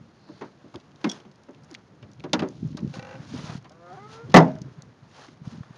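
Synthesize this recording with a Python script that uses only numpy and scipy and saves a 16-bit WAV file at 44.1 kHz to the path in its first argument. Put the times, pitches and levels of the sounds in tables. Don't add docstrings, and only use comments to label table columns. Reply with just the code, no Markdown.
import sys
import numpy as np
from scipy import signal
from scipy.fft import rfft, irfft
from scipy.io import wavfile
from scipy.ndimage import uniform_filter1d

SR = 44100
rng = np.random.default_rng(int(sys.argv[2]) if len(sys.argv) > 2 else 0)


def to_wav(s):
    ch = np.atleast_2d(s).T
    pcm = np.round(np.clip(ch, -1, 1) * 32767)
    wavfile.write(sys.argv[1], SR, pcm.astype(np.int16))


def level_to_linear(level):
    exponent = np.asarray(level, float) / 20
    return 10 ** exponent


N = 254627
LEAD_S = 0.0004

# (time [s], crack [dB], panel [dB], boom [dB], outer skin [dB])
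SLAM_BLOWS = [
    (4.3416, -9.5, -6.5, -6, -6),
    (4.346, -20.5, -8, -9.5, -10),
    (4.354, -22, -24, -32, -8),
    (4.3614, -11, -19, -33, -3),
    (4.367, -7.5, -3.5, -9, -1),
    (4.375, -16.5, -13, -10.5, 1),
    (4.384, -19.5, -18.5, -15.5, 1),
    (4.402, -29, -23.5, -27.5, -2),
    (4.425, -40, -32, -33, 3),
]
# (frequency [Hz], level [dB], decay t60 [s])
LID_MODES = [(150.5, -7.5, .36), (184, -3.5, 0.3), (260.7, 0.5, 0.33), (309.7, -3.5, 0.26),
             (383.1, -3.5, 0.32), (511.4, -3, 0.26), (625, -11.5, 0.4), (645, -10, 0.38), (656, -11, 0.22),
             (743.5, 1.5, 0.23), (835, -9.5, 0.34), (1018, -5, 0.14), (1137, -6.5, 0.2), (1976, -2, 0.12)]
# (frequency [Hz], decay t60 [s])
SHEET_DECAY = [(100, 0.44), (260, 0.27), (700, 0.25), (1840, 0.062), (3000, 0.14), (7000, 0.16)]
# (frequency [Hz], density [dB per Hz])
SHEET_COLOUR = [(60, -29), (105, -14), (150, -4), (310, -7), (450, -6.5), (690, -1.5), (1200, -7),
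                (2000, -4), (2500, -25.5), (7000, -37)]
# (time [s], level [dB], frequency [Hz], length [cycles])
PANEL_SWELLS = [(4.348, -5, 183, 1.7), (4.35, -6, 520, 3.8), (4.3441, -13, 150, 1.1),
                (4.361, -19, 564, 3.3), (4.372, -8, 392, 4.8), (4.383, -5, 690, 9.6),
                (4.386, -14, 250, 3.7), (4.428, -14, 165, 2.9), (4.465, -25.5, 640, 12),
                (4.5, -27.5, 630, 13), (4.575, -37.5, 626, 12), (1.049, -17.5, 307, 2.9),
                (.422, -30.5, 390, 2.9), (.298, -39.5, 310, 5), (.647, -39.5, 250, 1.9),
                (1.054, -29, 1074, 9.7), (1.069, -24.5, 362, 7.4), (1.068, -37.5, 2140, 43),
                (1.096, -40, 333, 2.8), (2.26, -33, 319, 2.5), (2.337, -14.5, 594, 2.9),
                (2.358, -24, 259, 2.25), (2.429, -14, 341, 2.8), (2.447, -22, 290, 3),
                (3.35, -38, 473, 4.4), (3.497, -40, 710, 6)]
# (time [s], slip rate [Hz], level [dB])
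HINGE_GROAN = [(3.7, 144.5, -63), (3.738, 161.2, -69), (3.776, 166.7, -67.5), (3.856, 174, -59),
               (3.915, 180.2, -57), (3.956, 204.6, -51.5), (3.975, 227, -65)]
# (time [s], slip rate [Hz], level [dB])
HINGE_SQUEAK = [(3.965, 360.1, -52), (4.009, 404, -50), (4.057, 424, -42.5), (4.087, 432, -50.5),
                (4.209, 461.5, -47), (4.245, 463, -50.5), (4.269, 484.3, -63), (4.285, 502.9, -69.5)]
# (frequency [Hz], level [dB])
HINGE_RESONANCES = [(330, 0), (400, -4), (432, -9), (465, 5), (570, 4), (740, 7.5), (870, -7), (920, -5.5),
                    (1000, -2), (1280, 2.5), (1520, -3), (1750, -12), (2150, -2), (2500, -14)]
# (time [s], level [dB])
STAY_SLIPS = [(2.939, -34), (2.994, -32.5), (3.026, -33.5), (3.048, -34.5), (3.069, -37.5), (3.091, -36.5),
              (3.11, -37), (3.128, -36), (3.139, -45), (3.154, -37), (3.167, -56)]
# (frequency [Hz], level [dB], decay t60 [s])
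STAY_MODES = [(520, 2.5, 0.13), (803, 2.5, 0.099), (1190, -26, 0.044), (1277, -11.5, 0.12),
              (1509, 3, 0.066), (1917, 2, 0.042), (2370, -9, 0.083), (2710, 2.5, 0.024), (2860, 0, 0.024),
              (4000, -6, .02)]
# (time [s], tick [dB], clank [dB], thud [dB], tick colour [Hz])
KNOCKS = [(0.2883, -51, -48.5, -45, 3890), (0.4109, -40.5, -33.5, -38, 2800),
          (0.421, -41, -34.5, -42.5, 3000), (0.6417, -66, -56, -46.5, 2010),
          (0.7411, -40.5, -39, -39, 3570), (1.043, -18, -24.5, -23, 2550), (1.2509, -49, -50, -47, 2890),
          (1.4846, -50, -47.5, -42, 2050), (2.027, -40.5, -49, -48.5, 2410),
          (2.2387, -33, -33.5, -31.5, 2920), (2.332, -7, -17, -21.5, 3580),
          (2.393, -20.5, -29, -31.5, 2370), (2.4213, -29, -25, -22.5, 2200), (2.7707, -28, -37, -45, 4070),
          (3.4951, -40, -34.5, -46, 3100), (3.6444, -44, -49, -57, 3000), (3.654, -43, -45, -65, 2140)]
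# (frequency [Hz], level [dB])
BODY_MODES = [(150, -11), (185, -4.5), (215, -1), (258, -2), (310, 0.5), (365, 3.5), (440, -6.5),
              (515, -5.5), (590, -1.5)]
# (time [s], level [dB], colour
# [Hz], decay t60 [s])
METAL_TICKS = [(0.7583, -26.5, 3510, 0.0071), (0.7997, -49.5, 3740, 0.031), (0.9174, -52, 3330, 0.018),
               (0.9592, -44, 4200, 0.0111), (1.014, -43, 3640, 0.0142), (1.2016, -44, 3250, 0.024),
               (1.3147, -49.5, 4740, 0.02), (1.3578, -51, 5220, 0.02), (1.435, -46.5, 5800, 0.016),
               (1.5474, -45, 2500, 0.014), (1.492, -52, 6500, .012), (1.509, -51, 6500, .012),
               (1.5335, -49, 3000, .012), (1.645, -49, 7000, .03), (1.706, -46, 5000, .01),
               (1.731, -44, 4500, .015), (1.743, -32.5, 4600, 0.0089), (1.076, -42, 3500, .01),
               (2.339, -24, 2000, 0.011), (2.35, -33, 2500, 0.0095), (2.404, -30, 3000, 0.014),
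               (2.2963, -51, 2430, .015), (2.433, -36, 3200, 0.0155), (1.6352, -47, 5600, 0.022),
               (1.7123, -35.5, 5670, 0.012), (1.7485, -28, 2730, 0.02), (2.1156, -43, 5340, 0.015),
               (2.134, -45.5, 5600, 0.013), (2.1978, -40.5, 3460, 0.011), (2.2045, -38, 2300, 0.012),
               (2.4876, -30.5, 6400, 0.007), (2.6753, -46, 6450, 0.018), (2.716, -48.5, 3750, 0.026),
               (2.7494, -53, 1500, 0.018), (2.729, -47, 2500, 0.014), (2.791, -39, 2280, 0.017),
               (2.805, -46, 4500, .012), (3.626, -48, 5500, .012), (.81, -48, 3500, .012),
               (5.288, -46, 4000, .01), (5.762, -45, 3500, .015), (5.576, -50, 5000, .012),
               (2.8759, -42, 3640, 0.0143), (3.696, -36.5, 4800, 0.008), (3.7193, -48.5, 5000, 0.023),
               (4.6172, -36.5, 4900, 0.0238), (4.8218, -31.5, 6860, 0.011), (4.563, -45, 1200, .02),
               (5.2851, -38, 1243, 0.018), (5.6325, -39.5, 1190, 0.023),
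               (4.298, -44, 4400, .03),
    (4.305, -41, 3500, .015),
    (4.3175, -38, 4000, .014),
    (4.322, -38, 3300, .018),
    (2.368, -42, 6000, .01),
    (4.480, -48, 5000, .04),
    (4.517, -48, 4000, .015),
    (4.554, -44, 4600, .02),
    (4.586, -48, 4700, .025),
]
# (time [s], level [dB])
CATCH_JINGLE = [(1.071, -47), (1.092, -28.5), (1.096, -24.5), (1.1148, -23.5), (1.1325, -44), (1.153, -51)]
# (frequency [Hz], level [dB], decay t60 [s])
CATCH_MODES = [(1500, -18, 0.04), (2640, -14, .015), (3374, -1, 0.042), (3520, 0, 0.025), (4900, 1, 0.015),
               (5330, 2, .022), (5610, 3, 0.028), (8100, 0, 0.025), (10500, -4, .02)]
# (time [s], level [dB], frequency [Hz], length [cycles])
SOFT_BUMPS = [(3.325, -32, 202, 3), (3.349, -26.5, 238, 3.2), (3.525, -33, 140, 1.6),
              (2.663, -24.5, 140, 3), (2.72, -35, 260, 4), (0.758, -41, 108, 3.6), (0.764, -36, 343, 6.8),
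              (1.724, -40, 317, 8.4), (2.04, -40, 111, 4.3), (2.907, -33, 148, 3), (3.629, -49, 112.3, 3.4),
              (4.788, -36.5, 144.7, 2.1), (4.899, -44, 111, 2.4), (5.031, -43, 128.2, 2),
              (5.29, -40.5, 307, 1.9), (5.419, -32.5, 154, 1.05), (5.709, -32, 147, 0.65),
              (1.076, -24, 219.3, 3.7)]
# (time [s], level [dB], frequency [Hz])
AIR_PUFFS = [(2.514, -42, 271), (2.611, -40, 129), (2.631, -18.5, 205), (2.651, -20.5, 178.4),
             (2.682, -30, 164), (2.707, -29.5, 196), (2.727, -28, 137), (2.751, -23, 214),
             (2.832, -17.5, 196), (2.848, -15.5, 184), (2.878, -24, 143), (2.972, -27, 209),
             (2.989, -25.5, 158.6), (3.203, -31.5, 148), (3.341, -24.5, 264), (3.362, -26, 201),
             (3.388, -32, 172), (3.443, -25, 166), (3.499, -27, 148), (3.555, -24, 169),
             (3.578, -37.5, 152.3), (3.954, -43, 144), (4.249, -36, 133), (4.554, -24.5, 180),
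             (4.619, -26, 170), (5.476, -22.5, 152), (5.535, -34.5, 212), (5.561, -41, 162),
             (5.584, -30, 184), (5.609, -26, 131.8)]
# (peak time [s], swell [s], die [s], hiss [dB], rub [dB])
SLEEVE_STROKES = [(0.0, .1, 0.039, -96.5, -83), (.44, 0.18, 0.067, -64, -65), (.72, 0.08, 0.146, -71, -84),
                  (1.139, 0.11, 0.066, -49.5, -48.5), (1.73, 0.051, 0.057, -71.5, -57.5),
                  (2.399, 0.094, 0.91, -63, -94), (2.91, 0.028, 0.056, -59, -66),
                  (2.957, 0.02, 0.037, -46.5, -46.5), (3.12, 0.16, 0.12, -73, -50.5),
                  (3.461, 0.22, 0.057, -44, -45.5), (3.565, 0.11, 0.022, -49, -49.5),
                  (3.93, 0.091, 0.34, -65, -58), (4.14, 0.052, 0.042, -48.5, -55),
                  (4.449, 0.27, 0.12, -63, -47), (4.7, 0.18, 0.18, -75, -63.5),
                  (5.2, 0.097, 0.11, -52, -54.5), (5.469, 0.031, 0.17, -56, -54.5),
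                  (5.77, 0.062, 0.13, -63, -58)]
# (frequency [Hz], density [dB per Hz])
HISS_COLOUR = [(1500, -11.5), (2800, 1), (4300, 3), (6500, -0.5), (10000, -1), (12000, -15.5),
               (16000, -38.5)]
# (frequency [Hz], density [dB per Hz])
RUB_COLOUR = [(250, -13.5), (500, -4), (1000, -2.5), (1600, -5), (2500, -13.5), (5000, -23)]
# (time [s], level [dB])
BREEZE_LEVEL = [(0.0, -50), (0.14, -61), (2.02, -58), (2.3, -51), (2.42, -35.5), (2.5, -56.5),
                (2.66, -41.5), (2.84, -43.5), (3.05, -52.5), (3.41, -44), (3.69, -57), (4.2, -58.5),
                (4.3, -44), (4.62, -42.5), (4.958, -61.5), (5.3, -60), (5.56, -50), (5.77, -62)]
# (frequency [Hz], density [dB per Hz])
BREEZE_COLOUR = [(25, -21), (60, -5), (125, 5), (200, 1), (350, -5.5), (600, -19), (1200, -56)]
# (frequency [Hz], density [dB per Hz])
TRAFFIC_COLOUR = [(30, -17), (60, -8), (125, -9), (300, -7.5), (1000, -14.5), (2000, -20), (6000, -38),
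                  (16000, -26)]
# (frequency [Hz], gain [dB])
MIC_RESPONSE = [(20, -24), (50, -8.5), (110, 3), (6600, -5.5), (7300, -15), (8000, -26), (9300, -18.5),
                (10500, -23.5), (12500, -34), (16000, -53)]


def along(points, hz):
    f, v = np.transpose(points)
    return np.interp(np.log(np.maximum(hz, 1)), np.log(f), v)


def noise(points, size):
    spectrum = rfft(rng.standard_normal(size))
    x = irfft(spectrum * level_to_linear(along(points, np.fft.rfftfreq(size, 1 / SR))), size)
    return x / np.sqrt(np.mean(x ** 2))


def band(hz, octaves, size):
    steps = np.array([-4, -2, -1, 0, 1, 2, 4])
    return noise(np.c_[hz * 2. ** (steps * octaves), [-90, -36, -12, 0, -10, -28, -90]], size)


def fade(t, t60, rise):
    return (1 - np.exp(-t / rise)) * np.exp(-np.log(1000) * t / t60)


def ring(t, hz, db, t60, scatter_db=5.0, detune=0.018):
    size, tune, phase = rng.standard_normal((3, len(hz), 1))
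    gains = level_to_linear(np.c_[db] + scatter_db * size) * np.exp(-np.log(1000) * t / np.c_[t60])
    x = (gains * np.sin(2 * np.pi * np.c_[hz] * (1 + detune * tune) * t + 3 * phase)).sum(axis=0)
    return x / np.sqrt(np.sum(level_to_linear(db) ** 2) / 2)


def add(out, s, x):
    i = max(int(s * SR), 0)
    out[i:i + len(x)] += x[:N - i]


def walk(rate):
    hold = int(SR / rate)
    held = np.repeat(rng.standard_normal(N // hold + 1), hold)
    return 1.15 * uniform_filter1d(uniform_filter1d(held, hold), hold)[:N]


def slam():
    out, t = np.zeros(N), np.arange(2 ** 15) / SR
    hz, db, t60 = np.transpose(LID_MODES)
    centres = 80 * 2 ** np.arange(0, 7, .5)
    weights = level_to_linear(along(SHEET_COLOUR, centres)) * np.sqrt(centres)
    for s, crack_db, panel_db, boom_db, skin_db in SLAM_BLOWS:
        crack = band(3100, 1.2, len(t)) * fade(t, 0.038, 0.00013)
        crack += level_to_linear(-25.0) * band(1550, 0.6, len(t)) * fade(t, 0.31, 0.009)
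        sheet = np.zeros(len(t))
        for f, weight in zip(centres, weights * level_to_linear(skin_lift(centres, skin_db))):
            sheet += weight * band(f, 0.3, len(t)) * fade(t, along(SHEET_DECAY, f), 0.00023)
        sheet /= np.linalg.norm(weights)
        boom = ring(t, hz, db + skin_lift(hz, skin_db), t60, scatter_db=2.5, detune=0.012)
        boom *= fade(t, 0.14, 0.0021) + level_to_linear(-5.5) * fade(t, 8.0, 0.002)
        add(out, s, level_to_linear(crack_db) * crack + level_to_linear(panel_db) * sheet + level_to_linear(boom_db) * boom)
    return out


def skin_lift(hz, skin_db):
    return skin_db * np.exp(-(np.log2(hz / 690) / 0.33) ** 2)


def panel_swells():
    out, t = np.zeros(N), np.arange(-2048, 4096) / SR
    for s, db, hz, cycles in PANEL_SWELLS:
        wide = (2.0 * hz * t / (cycles * np.where(t > 0, 1.6, 1))) ** 2
        tone = np.cos(2 * np.pi * (hz * t + rng.random()))
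        add(out, s + t[0], level_to_linear(db - 2.5) * np.exp(-wide) * tone)
    return out


def hinge():
    s, (hz, db) = spread(HINGE_GROAN)
    tilt_db = -0.08 - .035 * np.maximum(hz - 180, 0)
    groan = stick_slip(s, hz, overtones(hz, db, range(2, 11), tilt_db), flutter_db=5.0)

    s, (hz, db) = spread(HINGE_SQUEAK)
    t = np.arange(len(hz)) / SR
    half_rate = (.53, -55 - 2500 * (t - .05) ** 2)
    lower = overtones(hz, db, range(1, 4), -1)
    upper = overtones(hz, db, range(4, 7), -1 - 22 * t)
    return groan + stick_slip(s, hz, [half_rate, *lower, *upper], flutter_db=3.2)


def spread(table):
    s, *columns = np.transpose(table)
    t = np.arange(s[0] * SR, s[-1] * SR) / SR
    return s[0], [np.interp(t, s, c) for c in columns]


def overtones(hz, db, multiples, tilt_db):
    return [(k, db + tilt_db * k + along(HINGE_RESONANCES, k * hz)) for k in multiples]


def stick_slip(start_s, hz, lines_db, flutter_db):
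    size = len(hz)
    phase = 2 * np.pi * np.cumsum(hz * (1 + 0.0067 * walk(85)[:size])) / SR
    x = np.zeros(size)
    for k, db in lines_db:
        x += level_to_linear(db + 2.0 + flutter_db * walk(25.8)[:size]) * np.sin(k * phase + k * k)
    out = np.zeros(N)
    add(out, start_s, x * signal.windows.tukey(size, .08))
    return out


def creak():
    out, t = np.zeros(N), np.arange(2 ** 13) / SR
    rings = []
    for modes in (STAY_MODES[:6], STAY_MODES[6:]):
        modal = ring(t, *np.transpose(modes), scatter_db=1.5, detune=0.0018)
        rings.append(modal * fade(t, 3.12, 0.00096))
    for s, db in STAY_SLIPS:
        since = s - STAY_SLIPS[0][0]
        stiff = t * (1 + .12 * (since - .1) + .004 * rng.standard_normal())
        low, high = (np.interp(stiff, t, part) for part in rings)
        snap = band(4200, 1.8, len(t)) * fade(t, 0.019, 0.0008) * level_to_linear(0.5 - 64 * since)
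        grit = band(1200, 1.8, len(t)) * fade(t, 0.033, 0.001)
        slip = 0.77 * low + level_to_linear(0.5 - 35 * since) * high + level_to_linear(-7) * grit + snap
        add(out, s - LEAD_S, level_to_linear(db) * slip)
    return out


def handling():
    return knocks() + ticks() + jingle()


def knocks():
    out, t = np.zeros(N), np.arange(2 ** 13) / SR
    hz, db = np.transpose(BODY_MODES)
    t60 = 0.082
    for s, tick_db, clank_db, thud_db, tick_hz in KNOCKS:
        clank_fade = fade(t, 1.05 * t60, 0.00069) + level_to_linear(-8.0) * fade(t, 2.46 * t60, 0.0086)
        clank = band(927, 1.0, len(t)) * clank_fade
        thud = ring(t, hz, db, 4.2 * t60 * (300 / hz) ** 0.5)
        thud += 0.58 * band(310, 1.0, len(t)) * fade(t, 7.5 * t60, 0.0009)
        thud *= fade(t, 0.933, 0.0097) * (np.exp(-(t / (0.39 * t60)) ** 2) + level_to_linear(-4.0))
        contact = tick(t, tick_hz, 0.54 * t60)
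        knock = level_to_linear(tick_db - 5) * contact + level_to_linear(clank_db - 3.0) * clank + level_to_linear(thud_db - 2) * thud
        add(out, s - LEAD_S, knock)
    return out


def ticks():
    out, t = np.zeros(N), np.arange(2 ** 13) / SR
    for s, db, hz, t60 in METAL_TICKS:
        add(out, s - LEAD_S, level_to_linear(db - 0.5) * tick(t, hz, t60))
    return out


def tick(t, hz, t60):
    edge = band(8000, 1.0, len(t)) * fade(t, 0.47 * t60, 0.00025) * (hz / 5000) ** 1.18
    contact_fade = fade(t, t60, 0.0003) + level_to_linear(-16.0) * fade(t, 1.5 * t60, 0.0087)
    return band(hz, 1.0, len(t)) * contact_fade + level_to_linear(1.0) * edge


def jingle():
    out, t = np.zeros(N), np.arange(2 ** 13) / SR
    for s, db in CATCH_JINGLE:
        modes = ring(t, *np.transpose(CATCH_MODES), scatter_db=6.5) * fade(t, 3., 0.00043)
        add(out, s, level_to_linear(db) * (modes + 0.6 * tick(t, 5700, 0.034)))
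    return out


def bumps():
    return wobbles(SOFT_BUMPS)


def sleeves():
    t = np.arange(N) / SR
    s, swell, die, hiss_db, rub_db = np.transpose(SLEEVE_STROKES)[:, :, None]
    stroke = np.exp(-1.5 * ((t - s) / np.where(t < s, swell, die)) ** 2)
    hiss_gain = level_to_linear(-66) + (level_to_linear(hiss_db) * stroke).sum(axis=0)
    rub_gain = level_to_linear(-64) + (level_to_linear(rub_db) * stroke).sum(axis=0)
    hiss = noise(HISS_COLOUR, N) * hiss_gain * level_to_linear(0.5 * walk(36) + 1.8 * walk(400))
    rub = noise(RUB_COLOUR, N) * rub_gain * level_to_linear(1.8 * walk(30) + 1.4 * walk(180))
    return hiss + rub


def smooth_sleeve():
    t = np.arange(N) / SR
    return band(4300, 0.285, N) * level_to_linear(-61.5) * np.exp(-((t - .33) / 0.16) ** 2)


def puffs():
    return wobbles([(s, db, hz, 0.79 + 0.5 * max(-29.5 - db, 0)) for s, db, hz in AIR_PUFFS])


def wobbles(events):
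    out, t = np.zeros(N), np.arange(-2048, 2048) / SR
    for s, db, hz, cycles in events:
        turns = hz * t * (1 - 7.7 * t) + rng.random()
        wide = (2.0 * hz * t / cycles) ** 2
        shape = np.exp(-wide) + level_to_linear(-13.5) * np.exp(-wide / 3.8 ** 2)
        add(out, s + t[0], level_to_linear(db - 3.0) * shape * np.hanning(len(t)) * np.cos(2 * np.pi * turns))
    return out


def breeze():
    level_db = np.interp(np.arange(N) / SR, *np.transpose(BREEZE_LEVEL))
    return noise(BREEZE_COLOUR, N) * level_to_linear(level_db + 3.1 * walk(35))


def traffic():
    return noise(TRAFFIC_COLOUR, N) * level_to_linear(-59)


def scene():
    metal = handling() + slam() + creak() + hinge()
    soft = puffs() + bumps() + panel_swells()
    air = sleeves() + breeze() + smooth_sleeve() + traffic()
    return (metal + soft + air)[None]


def top_cut(x):
    return signal.sosfilt(signal.butter(12, 15600, fs=SR, output="sos"), x)


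def record(dry):
    log_gain = np.log(level_to_linear(along(MIC_RESPONSE, np.fft.rfftfreq(1024, 1 / SR))))
    cepstrum = irfft(log_gain)
    cepstrum = np.r_[cepstrum[0], 2 * cepstrum[1:512], np.zeros(512)]
    response = irfft(np.exp(rfft(cepstrum)))
    x = signal.fftconvolve(dry, response[None], axes=1)[:, :N]
    return top_cut(np.clip(x, -1, 1))


dry = scene()
out = record(dry)
to_wav(out)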